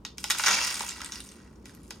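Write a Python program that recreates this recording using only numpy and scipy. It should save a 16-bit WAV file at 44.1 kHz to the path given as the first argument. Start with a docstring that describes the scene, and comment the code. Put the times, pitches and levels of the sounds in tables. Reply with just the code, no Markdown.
"""Sugar sprinkles are shaken from a small jar onto a plastic plate in a panelled kitchen.
A low hum and rumble lie under everything. First the jar clicks and knocks as it is tipped.
Then a rush of grains lands, each a tiny crack that makes the plate ring, and the thickest part
drums dully into the table. The rush thins to single ticks. Last come a few faint handling taps
as grains shift in the jar. The room adds a short echo to the clicks and the rattle."""
import sys
import numpy as np
from scipy import signal
from scipy.fft import rfft, irfft
from scipy.io import wavfile
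from scipy.ndimage import uniform_filter1d

SR = 44100
rng = np.random.default_rng(int(sys.argv[2]) if len(sys.argv) > 2 else 0)


def int16_out(signal):
    """Quantize to a 16-bit WAV file."""
    q = np.round(np.clip(np.atleast_2d(signal).T, -1, 1) * 32767)
    wavfile.write(sys.argv[1], SR, q.astype(np.int16))


N = 88200
TIME = np.arange(N) / SR

# The tone of the room's rumble. Each row: frequency in Hz, relative level in dB.
RUMBLE_TONE = [(22, -42), (40, -13), (62, 3), (92, -8.5), (130, -8), (205, -2.5), (300, -8), (400, -11),
               (540, -19.5), (700, -27.5), (1000, -23), (2000, -40.5), (5000, -44.5), (16000, -55)]
# How loud the rumble is. Each row: time in seconds, level in dB.
RUMBLE_LEVELS = [(0, -51), (1.0, -51.5), (2.0, -49)]
# How much the rumble differs between the ears. Each row: frequency in Hz, dB against the shared part.
RUMBLE_SPREAD = [(60, -26.5), (170, -22), (350, -9), (1000, -3)]
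# Jar clicks and landing clumps. Each row: start in seconds, contact fade time in seconds,
# plate ring in dB, rattle in dB, treble in dB, pitch of the struck spot in Hz.
HITS = [(0.0497, 0.0037, -44.5, -37, -49, 4600), (0.1817, 0.0013, -49.5, -37, -46, 6430),
        (0.2405, 0.0019, -35.5, -29.5, -36, 5200), (0.2997, 0.013, -35.5, -37.5, -31.5, 1540),
        (0.3042, 0.004, -60, -23.5, -30.5, 3540), (0.3135, 0.0038, -46, -28, -33, 6400),
        (0.32, 0.0055, -46.5, -46, -38, 12000), (0.348, 0.001, -38, -39, -57, 1700),
        (0.3837, 0.0071, -43, -34.5, -34.5, 10400), (0.3947, 0.0041, -29, -34.5, -45, 1340),
        (0.4367, 0.0028, -28, -28.5, -50, 1390), (0.461, 0.01, -28.5, -24, -34.5, 6900),
        (0.47, 0.0084, -26, -28, -38, 1500), (0.48, 0.0099, -30, -31, -36, 1554),
        (0.4866, 0.0037, -26, -33.5, -34.5, 1900), (0.669, 0.005, -55, -37, -35.5, 7100),
        (0.8063, 0.0015, -38.5, -32.5, -51, 900), (1.0163, 0.001, -39.5, -38.5, -45.5, 1620),
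        (1.6555, 0.0027, -53.5, -49, -53.5, 1970), (1.906, 0.0039, -44, -39.5, -46, 4900)]
# Three sets of resonances (pitches that ring when struck): the plate's low ring, the rattle, the treble.
# Each row: pitch in Hz, width in Hz, relative level in dB.
PLATE_RING = [(567, 90, -19.5), (890, 88, -5), (1027, 63, -2), (1425, 290, 0.5), (1620, 225, -1),
              (1972, 87, 1.5)]
RATTLE_RING = [(2273, 187, -0.13), (2787, 212, 0.46), (3027, 383, -2), (3467, 555, -5), (5170, 800, 0.5),
               (5650, 790, 0), (6360, 430, -0.3), (6904, 164, -0.5)]
TREBLE_RING = [(7490, 2250, 0), (8500, 1900, 1.5), (9150, 345, 2), (10870, 2860, -10), (15500, 2600, -15.5)]
# The range of those three sets. Each row: low edge in Hz, high edge in Hz.
RING_RANGES = [(620, 2140), (1900, 8230), (6600, 15400)]
# Stereo width of those three sets. One number each; 0 means the same in both ears.
RING_WIDTHS = [0.19, 0.43, 0.15]
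# Hard knocks of the jar. Each row: start in seconds, level in dB.
CLACKS = [(.0502, -40.5), (.3015, -28.5), (.3075, -25.5), (.4825, -22.5)]
# The jar's own ring. Each row: pitch in Hz, relative level in dB.
JAR_RING = [(1440, 4.5), (1912, 7), (3600, 2), (5500, -8), (6500, -2.5)]
# Single sharp ticks: the first is the opening click's echo off a wall, the rest are sprinkles.
# Each row: start in seconds, level in dB, pitch in Hz.
TICKS = [(0.0637, -47, 4400), (0.3966, -28.5, 2120), (0.4288, -38.5, 7860), (0.527, -33, 4750),
         (0.532, -32, 5100), (0.5396, -40, 4900), (0.5691, -33.5, 2240), (0.5899, -33, 1740),
         (.6057, -37, 5150), (0.6315, -32, 5840), (0.648, -28.5, 5400), (.6953, -36.5, 4900),
         (.704, -42, 1850), (0.7432, -32, 8400), (.755, -37.5, 6460), (.767, -43, 2670), (0.795, -34, 7660),
         (.8207, -39.5, 9050), (.8272, -44.5, 3350), (0.8888, -37, 7800), (0.8925, -33.5, 6740),
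         (.9027, -42, 7400), (0.9083, -37, 7500), (0.9707, -47, 8200), (1.0057, -41, 1300),
         (1.046, -35.5, 8500), (1.0606, -38, 8000), (1.121, -35, 5780), (1.1275, -43.5, 6360),
         (1.1346, -42.5, 5600), (1.157, -39, 5060), (1.139, -45, 5400), (1.1826, -48.5, 5240),
         (1.204, -39, 9000), (1.2694, -51, 9100), (1.2895, -47, 6100), (1.3155, -53, 8500),
         (1.3194, -50.5, 8500), (1.6947, -50.5, 1600), (1.7492, -52.5, 11700), (1.833, -59.5, 9500),
         (1.8425, -62, 10100)]
# The stream of grains. Each row: time in seconds, grains per second, plate ring in dB,
# rattle in dB, treble in dB.
POUR = [(.165, 250, -84, -56, -62), (.2, 1200, -62, -60, -51.5), (.28, 2400, -63, -45, -49),
        (.34, 3000, -45, -42, -49.5), (.42, 1900, -44.5, -35.5, -38), (.47, 2900, -30, -26.5, -39),
        (.505, 2800, -28.5, -26.5, -38), (.535, 5400, -35, -23.5, -33.5), (.56, 2170, -34.5, -29.5, -41),
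        (.66, 1300, -37.5, -32, -39.5), (.78, 1190, -44, -41, -41), (.88, 900, -50, -42.5, -43),
        (.96, 920, -50.5, -48.5, -56.5), (1.18, 740, -52.5, -52.5, -52.5), (1.26, 650, -67, -58.5, -54),
        (1.4, 640, -61.5, -62.5, -68.5), (1.5, 510, -64, -69.5, -75), (1.63, 890, -82, -76, -77)]
# Hollow tocks of the jar's wall. Each row: start in seconds, pitch in Hz, level in dB.
TOCKS = [(0.2426, 846, -42), (0.8075, 894, -36.5), (.837, 960, -41), (1.9065, 510, -55.5)]
# The tones in one tock. Each row: multiple of the tock's pitch, relative level in dB.
TOCK_RING = [(0.659, -21), (1, 4), (1.1, 1.5), (1.3, -0.5)]
# The tone of the table's thud. Each row: frequency in Hz, relative level in dB.
THUD_TONE = [(60, -17), (120, -24), (175, 1), (260, -6), (400, -10.5), (600, -3.5), (1000, -52),
             (3000, -76)]
# Grains shifting as the jar is turned upright. The rows read like those of POUR.
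SETTLE = [(1.64, 596, -70, -62, -81), (1.67, 1190, -61.5, -60.5, -60), (1.8, 405, -73.5, -68.5, -72),
          (1.87, 298, -79, -66.5, -61.5), (2.0, 396, -65, -68, -68)]
# The tone of the room's echo. Each row: frequency in Hz, boost or cut in dB.
ECHO_TONE = [(200, 17.5), (1000, -1), (2000, -4.5), (4000, 6), (6500, -4), (9000, -4.5), (16000, -5)]

CLICK_WINDOW_S = .005   # a click's level is its average over about this time


def from_db(db):
    """Turn decibels into a number to multiply by."""
    return 10 ** (np.asarray(db) / 20)


def rms_one(x):
    """Scale a sound so that its average power is 1."""
    return x / np.sqrt(np.mean(x ** 2) + 1e-20)


def energy_one(x):
    """Scale a sound so that its total energy is 1 per channel."""
    return rms_one(x) / np.sqrt(x.shape[-1])


def stereo_noise(size, width):
    """Make hiss that is partly alike in both ears."""
    mid, side = rng.standard_normal((2, size))
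    return rms_one(mid + width * side * np.array([[1], [-1]]))


def shape_tone(x, tone):
    """Boost or cut frequencies by a table of Hz and dB."""
    hz, db = np.transpose(tone)
    freqs = np.maximum(np.fft.rfftfreq(x.shape[-1], 1 / SR), 1)
    return irfft(rfft(x) * from_db(np.interp(np.log(freqs), np.log(hz), db)), x.shape[-1])


def resonances(modes, range_hz, size=2048):
    """How a set of resonances rings after one click: the wider ones die sooner."""
    click, out = signal.unit_impulse(size), 0
    for k, (hz, width, db) in enumerate(modes):
        decay = np.exp(-np.pi * width / SR)
        feedback = [1, -2 * decay * np.cos(2 * np.pi * hz / SR), decay ** 2]
        ring = signal.lfilter([1, 0, -1], feedback, click)
        out = out + (-1) ** k * from_db(db) * (1 - decay ** 2) * ring
    band = signal.butter(2, range_hz, "band", fs=SR, output="sos")
    return energy_one(signal.sosfilt(band, out))[None]


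def struck(start_s, modes, ring_s):
    """Pure tones start together and fade by 60 dB in ring_s seconds."""
    t = np.maximum(TIME - start_s, 0)
    tones = sum(from_db(db) * np.sin(2 * np.pi * hz * t) for hz, db in modes)
    return tones * np.exp(-np.log(1000) * np.minimum(t / ring_s, 10))


def room_hum(hum_hz=64, hum_db=-65):
    """The room rumbles softly, with a faint mains hum."""
    mid, side = shape_tone(rng.standard_normal((2, N)), RUMBLE_TONE)
    rumble = rms_one(mid + shape_tone(side, RUMBLE_SPREAD) * np.array([[1], [-1]]))
    level = from_db(np.interp(TIME, *np.transpose(RUMBLE_LEVELS)))
    return rumble * level + from_db(hum_db) * np.sin(2 * np.pi * hum_hz * TIME)


def jar_and_clump_hits(gain_db=.75, spot_db=4.5, spot_width=.061, size=1500):
    """Each hit is a brief, dying crackle of contacts that sets the resonances ringing."""
    sets = zip((PLATE_RING, RATTLE_RING, TREBLE_RING), RING_RANGES)
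    rings = [resonances(modes, range_hz) for modes, range_hz in sets]
    out, t = np.zeros((2, N + SR)), np.arange(size) / SR
    freqs = np.fft.rfftfreq(size, 1 / SR)
    for start_s, contact_s, *levels, spot_hz in HITS:
        spot_boost = 1 + (from_db(spot_db) - 1) / (1 + 1j * (freqs / spot_hz - 1) / spot_width)
        fade = np.exp(-t / contact_s)
        length_gain = np.sqrt((CLICK_WINDOW_S + contact_s / 2) * SR)
        start = int(start_s * SR)
        for ring, width, db in zip(rings, RING_WIDTHS, levels):
            spectrum = rfft(stereo_noise(size, width) * fade)
            flat = spectrum / (np.abs(spectrum) + 1e-9)   # every frequency equally strong
            contact = irfft(flat, size) * np.sqrt(fade)
            contact = irfft(rfft(contact) * spot_boost, size)
            hit = energy_one(signal.fftconvolve(contact, ring, axes=1))
            out[:, start:start + hit.shape[1]] += hit * from_db(db + gain_db) * length_gain
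    return out[:, :N]


def jar_clacks(low_cut_hz=1150):
    """The hardest knocks make the jar ring briefly at its own pitches."""
    out = sum(from_db(db) * struck(start_s, JAR_RING, ring_s=.03) for start_s, db in CLACKS)
    return signal.sosfilt(signal.butter(2, low_cut_hz, "high", fs=SR, output="sos"), out)


def sharp_ticks(contact_s=.0011, rise_s=.0003, crack_db=-3, crack_hz=(1100, 10250), size=512):
    """The opening click's wall echo, then bouncing sprinkles: each a brief crack and a tiny ring."""
    out, t = np.zeros((2, N + SR)), np.arange(size) / SR
    band = signal.butter(2, crack_hz, "band", fs=SR, output="sos")
    rise = 1 - np.exp(-t / rise_s)
    for start_s, db, hz in TICKS:
        contact = stereo_noise(size, RING_WIDTHS[1]) * np.exp(-t / contact_s)
        crack = energy_one(signal.sosfilt(band, signal.sosfilt(band, contact)))
        fade = np.exp(-np.pi * hz * t / 7.9)   # nearly gone after eight vibrations
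        ring = energy_one(rise * np.sin(2 * np.pi * hz * t) * fade)
        tick = energy_one(ring + from_db(crack_db) * crack)
        start = int(start_s * SR)
        out[:, start:start + size] += tick * from_db(db) * np.sqrt(CLICK_WINDOW_S * SR)
    return out[:, :N]


def grain_stream(flow, spots=4, gain_db=-1.5, grain_s=.0005, bunch_db=3, bunch_s=.006, even_s=.043):
    """Grains land in random bunches, each a tiny crack. Gives one sound for each landing spot."""
    times, per_second, *levels = np.transpose(flow)
    bunching = from_db(bunch_db * rms_one(uniform_filter1d(rng.standard_normal(N), int(bunch_s * SR))))
    landed = rng.random(N) < bunching * np.interp(TIME, times, per_second, left=0, right=0) / SR
    latest_landing = np.maximum.accumulate(landed * np.arange(N))
    spot = rng.integers(0, spots, N)[latest_landing]
    size_db = 2.5 * rng.standard_normal(N)   # bigger grains are louder
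    out = np.zeros((spots, 2, N))
    sets = zip((PLATE_RING, RATTLE_RING, TREBLE_RING), RING_RANGES, RING_WIDTHS, levels)
    for modes, range_hz, stereo_width, db in sets:
        tone_db = 2 * rng.standard_normal(N)   # some grains are brighter, some duller
        power = landed * from_db(size_db + tone_db) ** 2
        power = signal.lfilter([1], [1, -np.exp(-2 / (grain_s * SR))], power + 1e-12)   # cracks fade
        power /= np.abs(uniform_filter1d(power, int(even_s * SR))) + 1e-3   # even out the stream
        level = from_db(np.interp(TIME, times, db) + gain_db)
        cracks = stereo_noise(N, stereo_width) * np.sqrt(power) * level
        for k in range(spots):   # each spot rings at slightly different pitches
            shifted = [(hz + .56 * width * rng.uniform(-1.2, 1), width, mode_db)
                       for hz, width, mode_db in modes]
            ring = resonances(shifted, range_hz)
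            out[k] += signal.oaconvolve(cracks * (spot == k), ring, axes=1)[:, :N]
    return out


def jar_tocks(low_cut_hz=590):
    """Firmer knocks wake a few dull tones in the jar's wall; the jar is too small to give out bass."""
    out = np.zeros(N)
    for start_s, hz, db in TOCKS:
        modes = [(hz * multiple, mode_db) for multiple, mode_db in TOCK_RING]
        out += from_db(db) * struck(start_s, modes, ring_s=.032)
    return signal.sosfilt(signal.butter(2, low_cut_hz, "high", fs=SR, output="sos"), out)


def table_thud(start_s=.459, level_db=-41.5, rise_s=.035, fade_s=.13):
    """The first rush of grains drums dully through the plate into the table."""
    t = np.maximum(TIME - start_s, 0)
    swell = np.minimum(t / rise_s, 1) * np.exp(-np.maximum(t - rise_s, 0) / fade_s)
    drumming = rms_one(shape_tone(stereo_noise(N, width=.12), THUD_TONE))
    return from_db(level_db) * swell * drumming


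def kitchen_echo(x, early_s=.025, early_db=-6.5, tail_s=.22, tail_db=-3.5, wall_s=.016, wall_db=-19):
    """Sound comes back quickly off the table, once off a wall, and as a short blurred tail."""
    t = TIME[:N // 3]
    early = energy_one(stereo_noise(len(t), width=.14) * np.exp(-np.log(1000) * t / early_s))
    tail = energy_one(stereo_noise(len(t), width=.53) * np.exp(-np.log(1000) * t / tail_s))
    echo = from_db(early_db) * early + from_db(tail_db) * tail
    echo[:, int(wall_s * SR)] += from_db(wall_db)
    echo = np.pad(echo, ((0, 0), (SR // 1000, 0)))   # all of it comes a millisecond later
    return signal.fftconvolve(x, shape_tone(echo, ECHO_TONE), axes=1)[:, :N]


def scene(right_delay_s=.000012, pan_db=.3):
    """Jar and plate stand almost straight ahead; every landing spot has its own echo."""
    knocks = jar_and_clump_hits() + jar_clacks() + jar_tocks()
    spots = grain_stream(POUR) + grain_stream(SETTLE)
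    ticks = sharp_ticks()
    in_room = sum(x + kitchen_echo(x) for x in [knocks, *spots])
    left, right = in_room + ticks + from_db(1.5) * kitchen_echo(ticks)
    # The right ear hears it a hair later and a touch louder.
    delay = np.exp(-2j * np.pi * np.fft.rfftfreq(N, 1 / SR) * right_delay_s)
    right = irfft(rfft(right) * delay, N)
    both_ears = np.array([left * from_db(-pan_db), right * from_db(pan_db)])
    return both_ears + table_thud() + room_hum()


def record(dry, cutoff_hz=16100):
    """The very highest treble is cut off steeply."""
    return signal.sosfilt(signal.ellip(10, .2, 80, cutoff_hz, fs=SR, output="sos"), dry)


dry = scene()
out = record(dry)
int16_out(out)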